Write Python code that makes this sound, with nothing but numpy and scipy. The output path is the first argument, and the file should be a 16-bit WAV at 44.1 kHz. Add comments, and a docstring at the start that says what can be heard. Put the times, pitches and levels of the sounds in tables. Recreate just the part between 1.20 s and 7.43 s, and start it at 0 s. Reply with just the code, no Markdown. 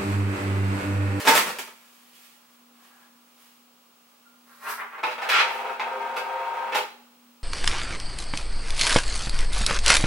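"""A basement room. Close by, a plastic drawer is shoved shut: impacts and stick-slip friction excite
its resonances. Someone walks off in a soft sweater. Across the room paper slides into a printer, whose
levers clack; a roller pulls the sheet in and meshing gears whine until a last clack.
Reflections from the walls follow these sounds, all but the whine. A low hum, a thin electronic
whistle and the noise of the room air go on throughout."""
import sys
import numpy as np
from scipy import signal
from scipy.fft import rfft, irfft, next_fast_len
from scipy.io import wavfile

SR = 44100
rng = np.random.default_rng(int(sys.argv[2]) if len(sys.argv) > 2 else 0)


def persist_wave(psi):
    """Save psi, clipped to +-1, as 16-bit WAV."""
    counts = np.round(np.clip(psi, -1, 1) * 32767).astype(np.int16)
    wavfile.write(sys.argv[1], SR, np.atleast_2d(counts).T)


N = 274743

# Impacts of the drawer: t/s, level/dB, bass/dB, treble/dB
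DRAWER_KNOCKS = [(.047, -4, -18, -13), (.059, 2, -12, -15.5), (.072, 19, -16, -15), (.081, 7, -12, 8),
                 (.150, 8, 0, 6.5), (.352, -10, -10, -7), (.384, -3.5, 1, 6), (.472, -14.5, -11, -3)]
# Shoves that slide it: t/s, duration/s, level/dB, bass/dB
DRAWER_SHOVES = [(0, 0.0098, -30, -19), (0.068, 0.046, -22.5, 4.5), (0.149, 0.031, -18.5, -1),
                 (0.263, 0.036, -32, 5.5), (.34, 0.11, -52, -4)]
# Broad response of the box: f/Hz, level/dB
DRAWER_SPECTRUM = [(29, -66), (50, -25.5), (151, -19.5), (228, -11), (297, -7.5), (406, -2.5), (458, -2),
                   (837, -5), (922, -1), (1090, -1.5), (2410, -3.5), (4200, -11), (13000, -17.5),
                   (15800, -21)]
# Its resonances: f/Hz, bandwidth/Hz, gain/dB
DRAWER_RESONANCES = [(189, 30, 7.5), (581, 92, 2.5), (904, 35, 7.5), (1060, 50, -1.5), (1318, 50, 2),
                     (1628, 21, 2.5), (2256, 80, 0.5), (2560, 70, 2.5)]
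def drawer():
    """Forced vibration: stick-slip sliding and impacts drive the same modes of a plastic box."""
    shoves = [(start, length, db, db + bass_db) for start, length, db, bass_db in DRAWER_SHOVES]
    level, bass = envelopes(shoves, rise_s=0.15, fall_s=0.088)
    judder = friction(per_s=2500, uneven_db=4.5)
    slide = judder * level + first_order(judder * (bass - level), 490, "low")
    knocks = impacts(DRAWER_KNOCKS, bass_hz=349, treble_hz=3980,
                     rattle_db=20.5, rattle_s=.007, attack_s=.004)
    return [resonate(part, DRAWER_SPECTRUM, DRAWER_RESONANCES) for part in (slide, knocks)]


# Motor runs, three to pick up the sheet, one to feed it:
# t/s, duration/s, clatter level/dB, whine level/dB, paper drag level/dB
MOTOR_RUNS = [(4.02, 0.11, -32.5, -50, -60), (4.23, 0.081, -32, -38, -38.5), (4.35, .16, -32, -42, -45.5),
              (4.625, 0.95, -34, -37, -47.5)]
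def motor():
    """Inertia: the envelopes of clatter, whine and paper drag build up and run down together."""
    return envelopes(MOTOR_RUNS, rise_s=0.23, fall_s=0.31)


# Motor and gear partials besides the mesh tone: f/Hz, relative level/dB
WHINE_PARTIALS = [(403, -18), (492, -18.5), (525, -9.5), (732, -14.5), (1053, -12), (1200, -19),
                  (1263, -14), (1579, -10), (2108, -20), (2277, -22)]
def gear_whine(mesh_hz=928, turn_hz=19.0, eccentricity=0.26, flutter=0.0018, width=0.13):
    """Amplitude modulation: an off-centre wheel makes the mesh tone throb unevenly."""
    _, level, _ = motor()
    speed = 1 + flutter * drift(14)  # mesh tone and partials waver in pitch together
    mesh = tone(mesh_hz * speed, waver_db=1.7, waver_rate=14)
    rotation = tone(turn_hz * (1 + 0.09 * drift(4)), waver_db=0, waver_rate=5)
    whine = from_db(1.5) * mesh * (1 + eccentricity * rotation) * pan(left_db=6.0)
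    for hz, db in WHINE_PARTIALS:
        mid, side = (tone(hz * speed, waver_db=3.5, waver_rate=12) for _ in range(2))
        side = width * side * drift(6)
        whine += from_db(db) * np.array([mid + side, mid - side])
    return whine * level


# Spectrum of the tooth impacts: f/Hz, level/dB
GEAR_SPECTRUM = [(59, -70), (100, -47.5), (210, -34), (233, -26.5), (334, -26), (511, -13), (580, -12),
                 (868, -5), (925, -2.5), (1010, -11.5), (1570, -14.5), (1750, -18.5), (2250, -21.5),
                 (4340, -39), (15800, -49.5)]
# Resonances of the printer housing: f/Hz, bandwidth/Hz, gain/dB
HOUSING_MODES = [(403, 19, 12.5), (501.6, 44, 8.5), (814, 190, 2.5), (950, 57, -2), (1310, 180, 4),
                 (1450, 58, 0.5), (1494, 33, 5), (2280, 64, 3), (2200, 150, 2), (2608, 150, 7),
                 (3310, 97, 3.5), (4020, 31, 8)]
def gear_clatter(turn_hz=21.51, throb_db=0.5):
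    """Structure-borne sound: tooth impacts excite the housing, slightly harder once every turn."""
    level, _, _ = motor()
    teeth = friction(per_s=1100, uneven_db=2.5)
    throb = from_db(throb_db * tone(turn_hz, waver_db=0.74, waver_rate=5.5))
    return resonate(teeth * level * throb, GEAR_SPECTRUM, HOUSING_MODES)


# Lever impacts: t/s, level/dB, bass/dB, treble/dB
LEVER_CLACKS = [(3.461, -11, -8.5, -8), (3.778, -14.5, 10.5, -19), (3.831, 1, 7.5, -4),
                (3.864, -7.5, 11, 3), (3.908, -10, 8, 6.5), (3.978, -5.5, 6, -6), (4.017, -0.5, -5, -1),
                (4.089, 8, -10, 6), (4.155, 3.5, -3.5, -16), (4.194, 8.5, -9.5, -11), (4.596, 1, 1, -17),
                (4.962, -2, 5.5, 6), (5.520, 2.5, -3, -11), (5.546, 3.5, 7.5, 9.5), (5.566, -4, 7.5, 8.5)]
# Spectrum of a clack: f/Hz, level/dB
CLACK_SPECTRUM = [(59, -34), (100, -43), (282, -21.5), (450, -9.5), (673, -7.5), (905, -1), (1070, -5),
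                  (2610, -7.5), (2780, -9.5), (5480, -20.5), (7530, -28), (13100, -30.5), (15800, -34)]
def levers(rebound_s=.01, rebound_db=-8.5):
    """Inelastic collision: each lever strikes, rebounds once more weakly and rings the housing."""
    rebounds = [(t + rebound_s, db + rebound_db, bass, treble) for t, db, bass, treble in LEVER_CLACKS]
    clacks = impacts(LEVER_CLACKS + rebounds, bass_hz=767, treble_hz=4900,
                     rattle_db=15.5, rattle_s=0.0074, attack_s=0.009)
    return resonate(clacks, CLACK_SPECTRUM, HOUSING_MODES)


# The two engagements of the clutch: t/s, level/dB, bass/dB, treble/dB
CLUTCH_KNOCKS = [(3.837, 4, 3.5, -6), (4.597, 2.5, -18, -23)]
# Its resonances: f/Hz, bandwidth/Hz, gain/dB
CLUTCH_MODES = [(876, 170, 15.5), (2410, 440, 11), (3780, 210, 8)]
def clutch():
    """Damped free vibration: each sharp knock leaves the clutch ringing briefly."""
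    knocks = impacts(CLUTCH_KNOCKS, bass_hz=800, treble_hz=4930,
                     rattle_db=-18, rattle_s=0.0013, attack_s=.002)
    return resonate(knocks, CLACK_SPECTRUM, CLUTCH_MODES)


# Pushes of the sheet along the tray: t/s, duration/s, rubbing level/dB, edge hiss level/dB
SHEET_PUSHES = [(3.28, 0.14, -57.5, -60.5), (3.432, .02, -41.5, -47), (3.468, 0.012, -31.5, -47),
                (3.495, 0.013, -32.5, -36), (3.595, 0.017, -32.5, -76), (3.725, 0.05, -41, -69.5),
                (4.31, 0.066, -62, -52)]
# Pulls of the pick-up roller: t/s, duration/s, level/dB
ROLLER_PULLS = [(3.89, 0.037, -40), (4.115, 0.087, -20)]
# Spectra of the rubbing face, the hissing edge and the dragged sheet: f/Hz, level/dB
RUB_SPECTRUM = [(120, -61), (200, -42), (251, -40), (294, -38), (407, -8.5), (590, -8.5), (1100, 2.5),
                (2090, -2), (4260, -29), (6000, -40), (7800, -53), (13200, -120)]
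EDGE_SPECTRUM = [(2000, -19), (4000, -2.5), (7000, -9), (11000, -4), (15000, -7), (16000, -6)]
DRAG_SPECTRUM = [(120, -84), (200, -36), (393, -18), (517, -21.5), (577, -16.5), (929, -10), (1020, -8),
                 (1290, -3), (2280, -1.5), (3280, -8), (3870, -11), (15800, -47)]
def paper():
    """Sliding friction: the sheet rubs and hisses along the tray, then the roller drags it in."""
    rubbing, hissing = envelopes(SHEET_PUSHES, rise_s=0.16, fall_s=0.2)
    pull, = envelopes(ROLLER_PULLS, rise_s=0.14, fall_s=0.082)
    trail, = from_db(-22) * envelopes(ROLLER_PULLS, rise_s=.07, fall_s=2.4)  # the sheet drags on softly
    _, _, feed = motor()
    dragging = np.hypot(pull + trail, feed)
    rub = resonate(friction(per_s=3300, uneven_db=5.5) * rubbing, RUB_SPECTRUM)
    edge = resonate(friction(per_s=6200, uneven_db=3.5) * hissing, EDGE_SPECTRUM)
    drag = resonate(friction(per_s=1600, uneven_db=3.5) * dragging, DRAG_SPECTRUM, HOUSING_MODES)
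    return rub + edge + drag


# Steps and shifts of weight: t/s, duration/s, relative swish level/dB, relative scuff level/dB
FOOTSTEPS = [(.55, 0.35, -57, -64), (.97, 0.091, -52, -65), (1.17, 0.18, -63.5, -67.5),
             (1.62, .04, -57.5, -57.5), (1.72, 0.1, -62, -57.5), (2.07, .02, -64.5, -82),
             (2.2, 0.056, -55.5, -66), (2.88, 0.084, -68.5, -77)]
# Squeak of a sole: t/s, duration/s, level/dB
SOLE_SQUEAK = [(3.065, 0.013, -59.5)]
# Spectra of the sweater and the soles: f/Hz, level/dB
SWISH_SPECTRUM = [(1060, -22), (1800, -1.5), (2780, 0), (4140, -4), (9970, -6.5), (12900, -6), (15000, -6)]
SCUFF_SPECTRUM = [(400, -18), (800, -0.5), (1250, 1.5), (1700, 0.5), (2500, -11), (4000, -38)]
def walker(squeak_hz=1410):
    """Friction noise: a sweater swishes while soft soles scuff the floor and squeak once."""
    swish, scuff = envelopes(FOOTSTEPS, rise_s=0.52, fall_s=0.67)
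    squeak, = envelopes(SOLE_SQUEAK, rise_s=.04, fall_s=0.085)
    cloth = resonate(friction(per_s=4000, uneven_db=5.0) * swish * from_db(-2), SWISH_SPECTRUM)
    soles = resonate(rng.standard_normal(N) * scuff * from_db(-3), SCUFF_SPECTRUM)
    pitch_hz = squeak_hz * (1 + 0.038 * drift(150))
    return cloth + soles + squeak * tone(pitch_hz, waver_db=6, waver_rate=60.6)


# Spectrum of the room air: f/Hz, level/dB
AIR_SPECTRUM = [(15, -84), (25, -30), (86, -30), (181, -14), (237, -12), (264, -15), (293, -12), (354, -15),
                (515, -11.5), (655, -14.5), (1210, -9.5), (1760, -20), (2780, -15.5), (3930, -20),
                (15000, -24.5)]
def background(hum_hz=239.8, whistle_hz=15734):
    """Lines on a continuous spectrum: a wavering hum and an electronic whistle over the room air."""
    air = stereo(*(resonate(rng.standard_normal(N), AIR_SPECTRUM) for _ in range(2)))
    hum = tone(hum_hz * (1 + 0.0059 * drift(4.6)), waver_db=3.2, waver_rate=3.5)
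    whistle = tone(whistle_hz + 2 * drift(3), waver_db=0, waver_rate=2)
    return from_db(-61.5) * air * pan(left_db=-0.2) + from_db(-65.5) * hum + from_db(-67.5) * whistle


def room(x, direct_db, swell_s, early_t60_s=0.26, late_t60_s=0.76, late_db=-18.5):
    """Double-slope reverberation: after the direct sound, reflections swell, fall fast and linger."""
    t = np.arange(int(.8 * SR)) / SR
    decay = from_db(-60 * t / early_t60_s) + from_db(late_db - 60 * t / late_t60_s)
    decay *= 1 - np.exp(-t / swell_s)
    reflections = rng.standard_normal((2, len(t))) * decay / np.linalg.norm(decay)
    response = stereo(*reflections)
    response[:, 0] += from_db(direct_db)
    return signal.oaconvolve(x[None], response / np.hypot(1, from_db(direct_db)), axes=1)[:, :N]


# Side signal relative to mid: f/Hz, level/dB
SIDE_SPECTRUM = [(60, -29), (110, -16.5), (200, -4.5), (380, -10), (700, -6.5), (1290, -1), (2380, -2),
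                 (4400, 1.5), (8120, -2), (15000, -2)]
def stereo(mid, side):
    """Spatial coherence: the two channels are alike in the bass and less so in the treble."""
    size = next_fast_len(len(side))
    gain = from_db(level_at(SIDE_SPECTRUM, np.arange(size // 2 + 1) * SR / size))
    side = irfft(rfft(side, size) * gain, size)[:len(mid)]
    return np.array([mid + side, mid - side])


def impacts(rows, bass_hz, treble_hz, rattle_db, rattle_s, attack_s, size=8192):
    """Impulsive excitation: a click and a decaying rattle, with bass and treble shelved for each blow."""
    out, t = np.zeros(N + size), np.arange(size) / SR
    rattle_shape = (1 - np.exp(-t / attack_s)) * np.exp(-t / rattle_s)
    for start_s, db, bass_db, treble_db in rows:
        rattle = rng.standard_normal(size) * (rng.random(size) < .15) * rattle_shape
        blow = from_db(rattle_db) * rattle / (np.linalg.norm(rattle) + 1e-9)
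        blow[0] += 1  # the click
        blow /= np.linalg.norm(blow)
        blow += (from_db(bass_db) - 1) * first_order(blow, bass_hz, "low")
        blow += (from_db(treble_db) - 1) * first_order(blow, treble_hz, "high")
        start = round(start_s * SR)
        out[start:start + size] += from_db(db) * blow
    return out[:N]


def friction(per_s, uneven_db):
    """Stick-slip as a Poisson process: tiny clicks of uneven size, at unit rms."""
    sizes = from_db(uneven_db * np.minimum(rng.exponential(1, N), 4)) * rng.choice([-1, 1], N)
    clicks = sizes * (rng.random(N) < per_s / SR)
    return clicks / np.sqrt(np.mean(clicks ** 2) + 1e-20)


def resonate(x, spectrum, modes=(), size=8192):
    """Minimum-phase filtering at unit energy: resonance peaks stand on a broad spectrum."""
    hz = np.arange(size // 2 + 1) * SR / size
    peaks_db = sum(gain / (1 + (2 * (hz - f) / width) ** 2) for f, width, gain in modes)
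    cepstrum = irfft(np.log(from_db(level_at(spectrum, hz) + peaks_db)))
    cepstrum[1:size // 2] *= 2  # folding the cepstrum makes the response causal
    cepstrum[size // 2 + 1:] = 0
    response = irfft(np.exp(rfft(cepstrum)))
    return signal.oaconvolve(x, response / np.linalg.norm(response))[:N]


def envelopes(rows, rise_s, fall_s):
    """Exponential growth, hold and decay (times for 60 dB); one envelope per level column."""
    t, out = np.arange(N) / SR, 0
    for start, length, *levels_db in rows:
        away = np.maximum(start - t, 0) / rise_s + np.maximum(t - start - length, 0) / fall_s
        shape = from_db(-60 * np.minimum(away, 2))
        out = np.maximum(out, np.outer(from_db(levels_db), shape))
    return out


def tone(hz, waver_db, waver_rate):
    """Random amplitude modulation of a unit-rms sine."""
    phase = 2 * np.pi * (np.cumsum(hz * np.ones(N)) / SR + rng.random())
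    return np.sqrt(2) * np.sin(phase) * from_db(waver_db * drift(waver_rate))


def drift(rate):
    """Linear interpolation of Gaussian values, about 2 * rate of them a second."""
    knots = rng.standard_normal(int(N / SR * rate * 2) + 2)
    return np.interp(np.linspace(0, len(knots) - 1, N), np.arange(len(knots)), knots)


def level_at(spectrum, hz):
    """Interpolation of level on a log-frequency axis."""
    f, db = np.transpose(spectrum)
    return np.interp(np.log(hz + 1), np.log(f), db)


def first_order(x, hz, kind):
    """Low-pass or high-pass filtering at 6 dB per octave."""
    return signal.sosfilt(signal.butter(1, hz, kind, fs=SR, output="sos"), x)


def pan(left_db):
    """Level difference between channels: gains that favour the left by left_db."""
    return from_db([[left_db / 2], [-left_db / 2]])


def from_db(db):
    """Level to amplitude ratio."""
    return 10 ** (np.asarray(db) / 20)


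def scene():
    """Superposition: near drawer, far printer and walker, each reverberant part on paths of its own."""
    near = sum(room(part, direct_db=-2.5, swell_s=0.0025) for part in drawer()) * pan(left_db=-1.0)
    printer = paper(), gear_clatter(), levers() + clutch()
    far = sum(room(part, direct_db=-4, swell_s=0.0018) for part in printer) * pan(left_db=-.4)
    steps = room(walker(), direct_db=-3.0, swell_s=.0021) * pan(left_db=-1.2)
    return near + far + gear_whine() + steps + background()


def record(dry, cutoff_hz=15950):
    """Band limiting: an elliptic low-pass cuts the top steeply."""
    return signal.sosfilt(signal.ellip(12, .1, 90, cutoff_hz, fs=SR, output="sos"), dry)


dry = scene()
out = record(dry)
persist_wave(out)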